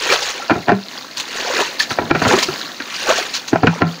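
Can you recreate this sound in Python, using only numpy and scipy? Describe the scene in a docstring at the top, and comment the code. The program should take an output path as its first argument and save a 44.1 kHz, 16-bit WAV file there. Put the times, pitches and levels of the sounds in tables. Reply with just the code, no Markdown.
"""A plastic basin scoops muddy water from a puddle and throws it on wet ground, three times, outdoors.
The basin knocks and scrapes on the bottom, ringing its resonances, and its floor booms.
Each sheet of water lands as spray and low bubbles; dollops slap down, trapped air gulps out and
the water trickles away. The close microphone overloads on the knocks."""
import sys
import numpy as np
from scipy import signal
from scipy.fft import rfft, irfft, next_fast_len
from scipy.io import wavfile
from scipy.ndimage import uniform_filter1d, minimum_filter1d, map_coordinates

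SR = 44100
rng = np.random.default_rng(int(sys.argv[2]) if len(sys.argv) > 2 else 0)


def output_pcm(signal):
    """Save a mono or channel-first signal as 16-bit PCM at the path in sys.argv[1].

    Samples are clipped to [-1, 1] before scaling.
    """
    pcm = np.clip(np.atleast_2d(signal).T, -1, 1) * 32767
    wavfile.write(sys.argv[1], SR, np.round(pcm).astype(np.int16))


N = 176400

# basin hits the ground: start_s, thump_db, hollow_db, clack_db, t60_s
BASIN_KNOCKS = [(.496, -29, -7, -10, 0.14), (.507, -4.5, -5.5, -4, 0.053), (0.554, -19, -23, -28, 0.21),
                (0.682, -3, -0.5, -5, 0.015), (0.69, -8, -2.5, -6.5, 0.072), (.718, -7.5, -5, -10, 0.066),
                (1.904, -21.5, -21, -15.5, 0.095), (1.985, -12.5, -6.5, -9.5, 0.047),
                (2.013, -20.5, -22, -28.5, 0.18), (2.11, -2, 0.5, 4.5, 0.033),
                (2.148, -12.5, -12.5, -7.5, .068), (2.216, -15, -14, -13.5, 0.12),
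                (2.249, -16.5, -13, -10, 0.098), (2.265, -7, -9.5, -18, .038),
                (2.336, -18.5, -7, -6.5, 0.057), (2.485, -40, -24, -16.5, 0.059),
                (2.8, -26.5, -37, -19, 0.09), (3.529, -6, -11.5, -15, 0.063),
                (3.556, -15, -1.5, -7.5, 0.03), (3.630, -3.5, -7.5, -11, 0.063),
                (3.669, -1.5, -8.5, 0, 0.047), (3.818, 6, 2, 4.5, 0.049)]
# basin floor, lower when loaded: start_s, pitch_hz, level_db, t60_s
FLOOR_BOOMS = [(0.722, 196, -4.5, 0.19), (2.11, 154.5, -12, 0.35), (2.484, 148, -25, 0.27),
               (3.557, 166, -17, 0.23), (3.668, 169, -4, 0.24), (3.822, 167.5, -1, 0.24)]
# low, middle and high basin resonances: centre_hz, width_hz, gain_db
THUMP_MODES = [(107, 39, -0.5), (157.5, 54, -1), (251, 104, -0.5), (395, 130, -3.5)]
HOLLOW_MODES = [(707, 150, 6.5), (1040, 117, -1)]
CLACK_MODES = [(1350, 114, 8.5), (1795, 400, -2.5), (2353, 310, -1.5), (4400, 3300, -43)]
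# sheets landing, water rushing into the basin; one curve each: time_s, spray_db, bubbling_db
THROW_CURVES = [
    [(0, -19.5, -32), (.09, -16.5, -24), (.128, -8.5, -15.5), (.19, -21.5, -30.5), (.29, -18, -36),
     (.35, -25.5, -32.5)],
    [(1.27, -31.5, -40.5), (1.36, -22.5, -34), (1.51, -21, -23), (1.615, -14.5, -18), (1.645, -21.5, -31),
     (1.76, -33, -40.5)],
    [(2.88, -31, -39), (2.955, -22.5, -54), (3.065, -21.5, -24), (3.088, -13.5, -14.5), (3.115, -16, -16.5),
     (3.15, -19, -28), (3.18, -15.5, -21.5), (3.29, -26.5, -42)],
]
SCOOP_CURVES = [
    [(2.06, -69, -29), (2.2, -27, -31), (2.23, -22.5, -29), (2.31, -16.5, -12.5), (2.39, -19, -22),
     (2.44, -29, -39)],
    [(3.68, -37, -32), (3.76, -30.5, -27.5)],
]
# trapped air escaping, single clear bubbles: start_s, pitch_hz, level_db
AIR_GULPS = [(.122, 526, -7.5), (.399, 750, -16), (.506, 307, 0.5), (.692, 755, 2), (.718, 382, 1),
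             (1.5, 530, -12.5), (2.11, 318, 4), (2.336, 359, 3), (2.485, 353, -8), (3.101, 596, 2),
             (3.529, 312, -2.5), (3.644, 429, -2.5)]
CLEAR_PLOPS = [(.101, 2300, -5), (.421, 1334, -15.5), (1.804, 1726, -5)]
# dollops on wet ground or the basin: start_s, level_db, length_s
DOLLOP_SLAPS = [(0.218, -17.5, 0.017), (1.166, -18, 0.019), (1.197, -15.5, 0.0045), (1.792, -11, 0.011),
                (1.81, -20, 0.021), (1.892, -20.5, 0.033), (2.278, -11, 0.0012), (2.386, -10.5, 0.0037),
                (2.42, -10, 0.013), (3.332, -16.5, 0.038), (3.477, -20, 0.01)]
# water draining over mud: time_s, level_db
RUNOFF_CURVE = [(.43, -29.5), (.78, -33), (.98, -27), (1.09, -31.5), (1.88, -28.5), (2.06, -29.5),
                (2.55, -22), (2.77, -30), (3.4, -29.5), (3.8, -40), (3.92, -28.5)]
# colour of each water sound and of the microphone: freq_hz, gain_db
SPRAY_EQ = [(200, -6), (600, -9), (1200, -.5), (2400, 2.5), (4400, -3.5), (12000, 1)]
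BUBBLING_EQ = [(30, -19), (170, -5.5), (520, -4), (1100, -9), (1500, -8.5), (4000, -30.5)]
SLAP_EQ = [(100, -9), (700, -11.5), (1800, -4), (5500, -3), (12000, 0)]
TRICKLE_EQ = [(30, -25), (250, 7), (700, -4), (1400, -2), (2600, -5), (12000, -0.5)]
MIC_EQ = [(3400, 0), (4400, 3.5), (5100, -1), (6700, -3), (8200, -18.5), (13700, -22.5), (14800, -13)]

LEAD_S, LEAD_DB = 0.016, -22  # water squeezed out just before each contact
THROW_LOW_HZ, SCOOP_LOW_HZ = 327.7, 141.7  # largest bubbles: on flat ground, in the basin
LN_1000 = np.log(1000)  # 60 dB of decay


def basin_knocks(skirt_ratio=1.93):
    """Each contact drives three groups of resonances in the plastic."""
    out = np.zeros(N)
    for start_s, *levels_db, t60_s in BASIN_KNOCKS:
        hit, env = contact(t60_s)
        for modes, level_db in zip((THUMP_MODES, HOLLOW_MODES, CLACK_MODES), levels_db):
            edges_hz = [modes[0][0] / skirt_ratio, min(modes[-1][0] * skirt_ratio, SR / 4)]
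            bandpass = signal.butter(2, edges_hz, "band", fs=SR, output="sos")
            ring = signal.sosfilt(bandpass, resonate(hit, modes))
            add(out, start_s - LEAD_S, amp(level_db) * unit(ring) * rms(env))
    return out


def contact(t60_s, attack_s=0.000861, grit=0.42, strike_db=-11):
    """Soft lead-in, firm strike, dying grit; returns the force and its envelope."""
    t = np.arange(SR // 4) / SR
    after_s = np.maximum(0, t - LEAD_S)
    lead_in = amp(LEAD_DB) * np.minimum(1, t / LEAD_S)
    env = decay(after_s, t60_s) * np.maximum(1 - np.exp(-after_s / attack_s), lead_in)
    hit = env * rng.standard_normal(len(t)) * np.exp(grit * rng.standard_normal(len(t)))
    hit[int((LEAD_S + 2 * attack_s) * SR)] += amp(strike_db) * np.linalg.norm(hit)
    return hit, env


def floor_booms(attack_s=0.0055, waver=0.018, low_ratio=0.616, low_db=-3.5):
    """The basin floor rings at a wavering pitch, with a lower, shorter mode."""
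    out, t = np.zeros(N), np.arange(SR // 2) / SR
    for start_s, pitch_hz, level_db, t60_s in FLOOR_BOOMS:
        phase = 2 * np.pi * np.cumsum(pitch_hz * (1 + waver * wobble(50)[:len(t)])) / SR
        fade = decay(t, t60_s)
        ring = np.sin(phase) + amp(low_db) * fade * np.sin(low_ratio * phase)
        add(out, start_s, amp(level_db) * fade * (1 - np.exp(-t / attack_s)) * ring)
    return out


def splashing(flicker_db=1.1):
    """Throws and scoops: spray over larger bubbles, deepest inside the basin."""
    spray = unit(coloured(droplets(), SPRAY_EQ) * amp(flicker_db * (wobble(70) + wobble(350))))
    out = np.zeros(N)
    for curves, low_hz in ((THROW_CURVES, THROW_LOW_HZ), (SCOOP_CURVES, SCOOP_LOW_HZ)):
        pockets = bubbles(380, low_hz, 2137, cycles=22, spread_db=2.5, rise=0.41, samples=2048)
        bubbling = unit(coloured(pockets + hiss(-12), BUBBLING_EQ))
        out += sum(spray * curve_gain(rows, 1) + bubbling * curve_gain(rows, 2) for rows in curves)
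    return out


def droplets():
    """Breaking water: dense small bubbles in a fine hiss."""
    return bubbles(3200, 700, 10000, cycles=27, spread_db=3, rise=0.1, samples=1024) + hiss(-4)


def bubbles(per_s, low_hz, high_hz, cycles, spread_db, rise, samples):
    """Bubble cloud: damped rising sines, roughly flat spectrum, rms 1."""
    when, pitch, life, loudness = rng.random((int(per_s * N / SR), 4)).T[:, :, None]
    pitch_hz = low_hz * (high_hz / low_hz) ** pitch
    t60_s = np.minimum(cycles * (0.5 + life) / pitch_hz, samples / SR)
    t = np.arange(samples) / SR
    age = t / t60_s
    strength = amp(-spread_db * np.log(0.02 + loudness)) * np.sqrt(pitch_hz / t60_s)
    env = decay(t, t60_s) * (1 - np.exp(-20 * age))
    phase = 2 * np.pi * pitch_hz * t * (1 + rise * np.minimum(age, 1) / 2)
    rings = strength * env * np.sin(phase)
    index = (when * N).astype(int) + np.arange(samples)
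    return unit(np.bincount(index.ravel(), rings.ravel(), N)[:N])


def single_bubbles(rows, cycles, rise):
    """Each bubble rings, rising in pitch as it dies."""
    out, t = np.zeros(N), np.arange(SR // 6) / SR
    for start_s, pitch_hz, level_db in rows:
        t60_s = cycles / pitch_hz
        env = decay(t, t60_s) * (1 - np.exp(-pitch_hz * t))
        phase = 2 * np.pi * pitch_hz * t * (1 + rise * t / t60_s / 2)
        add(out, start_s, amp(level_db) * env * np.sin(phase))
    return out


def slaps(t60_s=0.093, flicker_db=0.99):
    """Each dollop swells into a spatter, holds while it lands, then falls away."""
    out, t = np.zeros(N), np.arange(SR // 6) / SR
    drops = droplets()
    for start_s, level_db, length_s in DOLLOP_SLAPS:
        swell = np.sin(np.pi / 2 * np.minimum(1, 2 * t / length_s))
        env = swell * decay(np.maximum(0, t - length_s), t60_s)
        spatter = env * drops[int(start_s * SR):][:len(t)] * amp(flicker_db * wobble(380)[:len(t)])
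        add(out, start_s, amp(level_db) * unit(coloured(spatter, SLAP_EQ)) * rms(env))
    return out


def runoff(clump_db=3.5):
    """Water drains through mud: drips, clumps of fizz, hiss."""
    drips = bubbles(600, 500, 5000, cycles=20, spread_db=3.8, rise=0.12, samples=1536)
    fizz = bubbles(2500, 1500, 16000, cycles=12, spread_db=4.5, rise=0, samples=256)
    fizz *= amp(clump_db * wobble(70))
    trickle = unit(coloured(drips + amp(-5.5) * fizz + hiss(2), TRICKLE_EQ))
    return trickle * curve_gain(RUNOFF_CURVE, 1)


def reflections(x, level_db=-12, t60_s=0.19):
    """Faint answer from the ground and banks."""
    t = np.arange(SR // 3) / SR
    tail = rng.standard_normal(len(t)) * decay(t, t60_s)
    return amp(level_db) * signal.fftconvolve(x, tail / np.linalg.norm(tail))[:N]


def amp(db):
    return 10 ** (np.asarray(db) / 20)


def rms(x):
    return np.sqrt(np.mean(x ** 2) + 1e-20)


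def unit(x):
    return x / rms(x)


def decay(t, t60_s):
    return np.exp(-LN_1000 * t / t60_s)


def hiss(level_db):
    return amp(level_db) * rng.standard_normal(N)


def wobble(rate_hz):
    """Smooth random curve."""
    knots = rng.standard_normal(int(N * rate_hz / SR) + 4)
    return map_coordinates(knots, [np.arange(N) * rate_hz / SR])


def curve_gain(rows, column, edge_s=0.12):
    """Gain along a dB curve, fading outside its ends."""
    time_s, level_db = np.transpose(rows)[[0, column]]
    t = np.arange(N) / SR
    outside_s = np.maximum(0, np.maximum(time_s[0] - t, t - time_s[-1]))
    return amp(np.interp(t, time_s, level_db)) * np.exp(-outside_s / edge_s)


def add(track, start_s, sound):
    i = int(round(start_s * SR))
    track[i:i + len(sound)] += sound[:max(0, N - i)]


def filtered(x, response):
    """Apply a complex frequency response."""
    size = next_fast_len(len(x) + 8192)
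    return irfft(rfft(x, size) * response(np.fft.rfftfreq(size, 1 / SR)), size)[:len(x)]


def coloured(x, eq):
    """Minimum-phase filter through the EQ points."""
    freq_hz, gain_db = np.transpose(eq)
    bins_hz = np.fft.rfftfreq(4096, 1 / SR)
    cepstrum = irfft(np.log(amp(np.interp(np.log(bins_hz + 1), np.log(freq_hz), gain_db))))
    half = len(cepstrum) // 2
    cepstrum[1:half] *= 2
    cepstrum[half + 1:] = 0
    return signal.fftconvolve(x, irfft(np.exp(rfft(cepstrum))))[:len(x)]


def resonate(x, modes):
    """Parallel resonances of alternating sign."""
    return filtered(x, lambda hz: sum(
        (-1) ** k * amp(gain_db) * 1j * hz * width_hz / (centre_hz ** 2 - hz ** 2 + 1j * hz * width_hz)
        for k, (centre_hz, width_hz, gain_db) in enumerate(modes)))


def scene():
    """Basin, water and reflections, mono."""
    direct = basin_knocks() + floor_booms() + splashing() + runoff() + slaps()
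    direct += single_bubbles(AIR_GULPS, cycles=25, rise=0.33)
    direct += single_bubbles(CLEAR_PLOPS, cycles=76, rise=0.13)
    return (direct + reflections(direct))[None]


def record(dry):
    """The microphone dulls the top; a limiter ducks peaks over full scale; a low-pass follows."""
    hold_s, release_db_per_s, top_hz = 0.0011, 199, 15650
    x, hold = coloured(dry[0], MIC_EQ), int(hold_s * SR)
    needed_db = 20 * np.log10(minimum_filter1d(np.minimum(1, 1 / (np.abs(x) + 1e-9)), hold))
    recovery_db = release_db_per_s * np.arange(N) / SR
    gain_db = np.minimum.accumulate(needed_db - recovery_db) + recovery_db
    limited = x * uniform_filter1d(amp(gain_db), hold)
    return filtered(limited, lambda hz: hz < top_hz)[None]


dry = scene()
out = record(dry)
output_pcm(out)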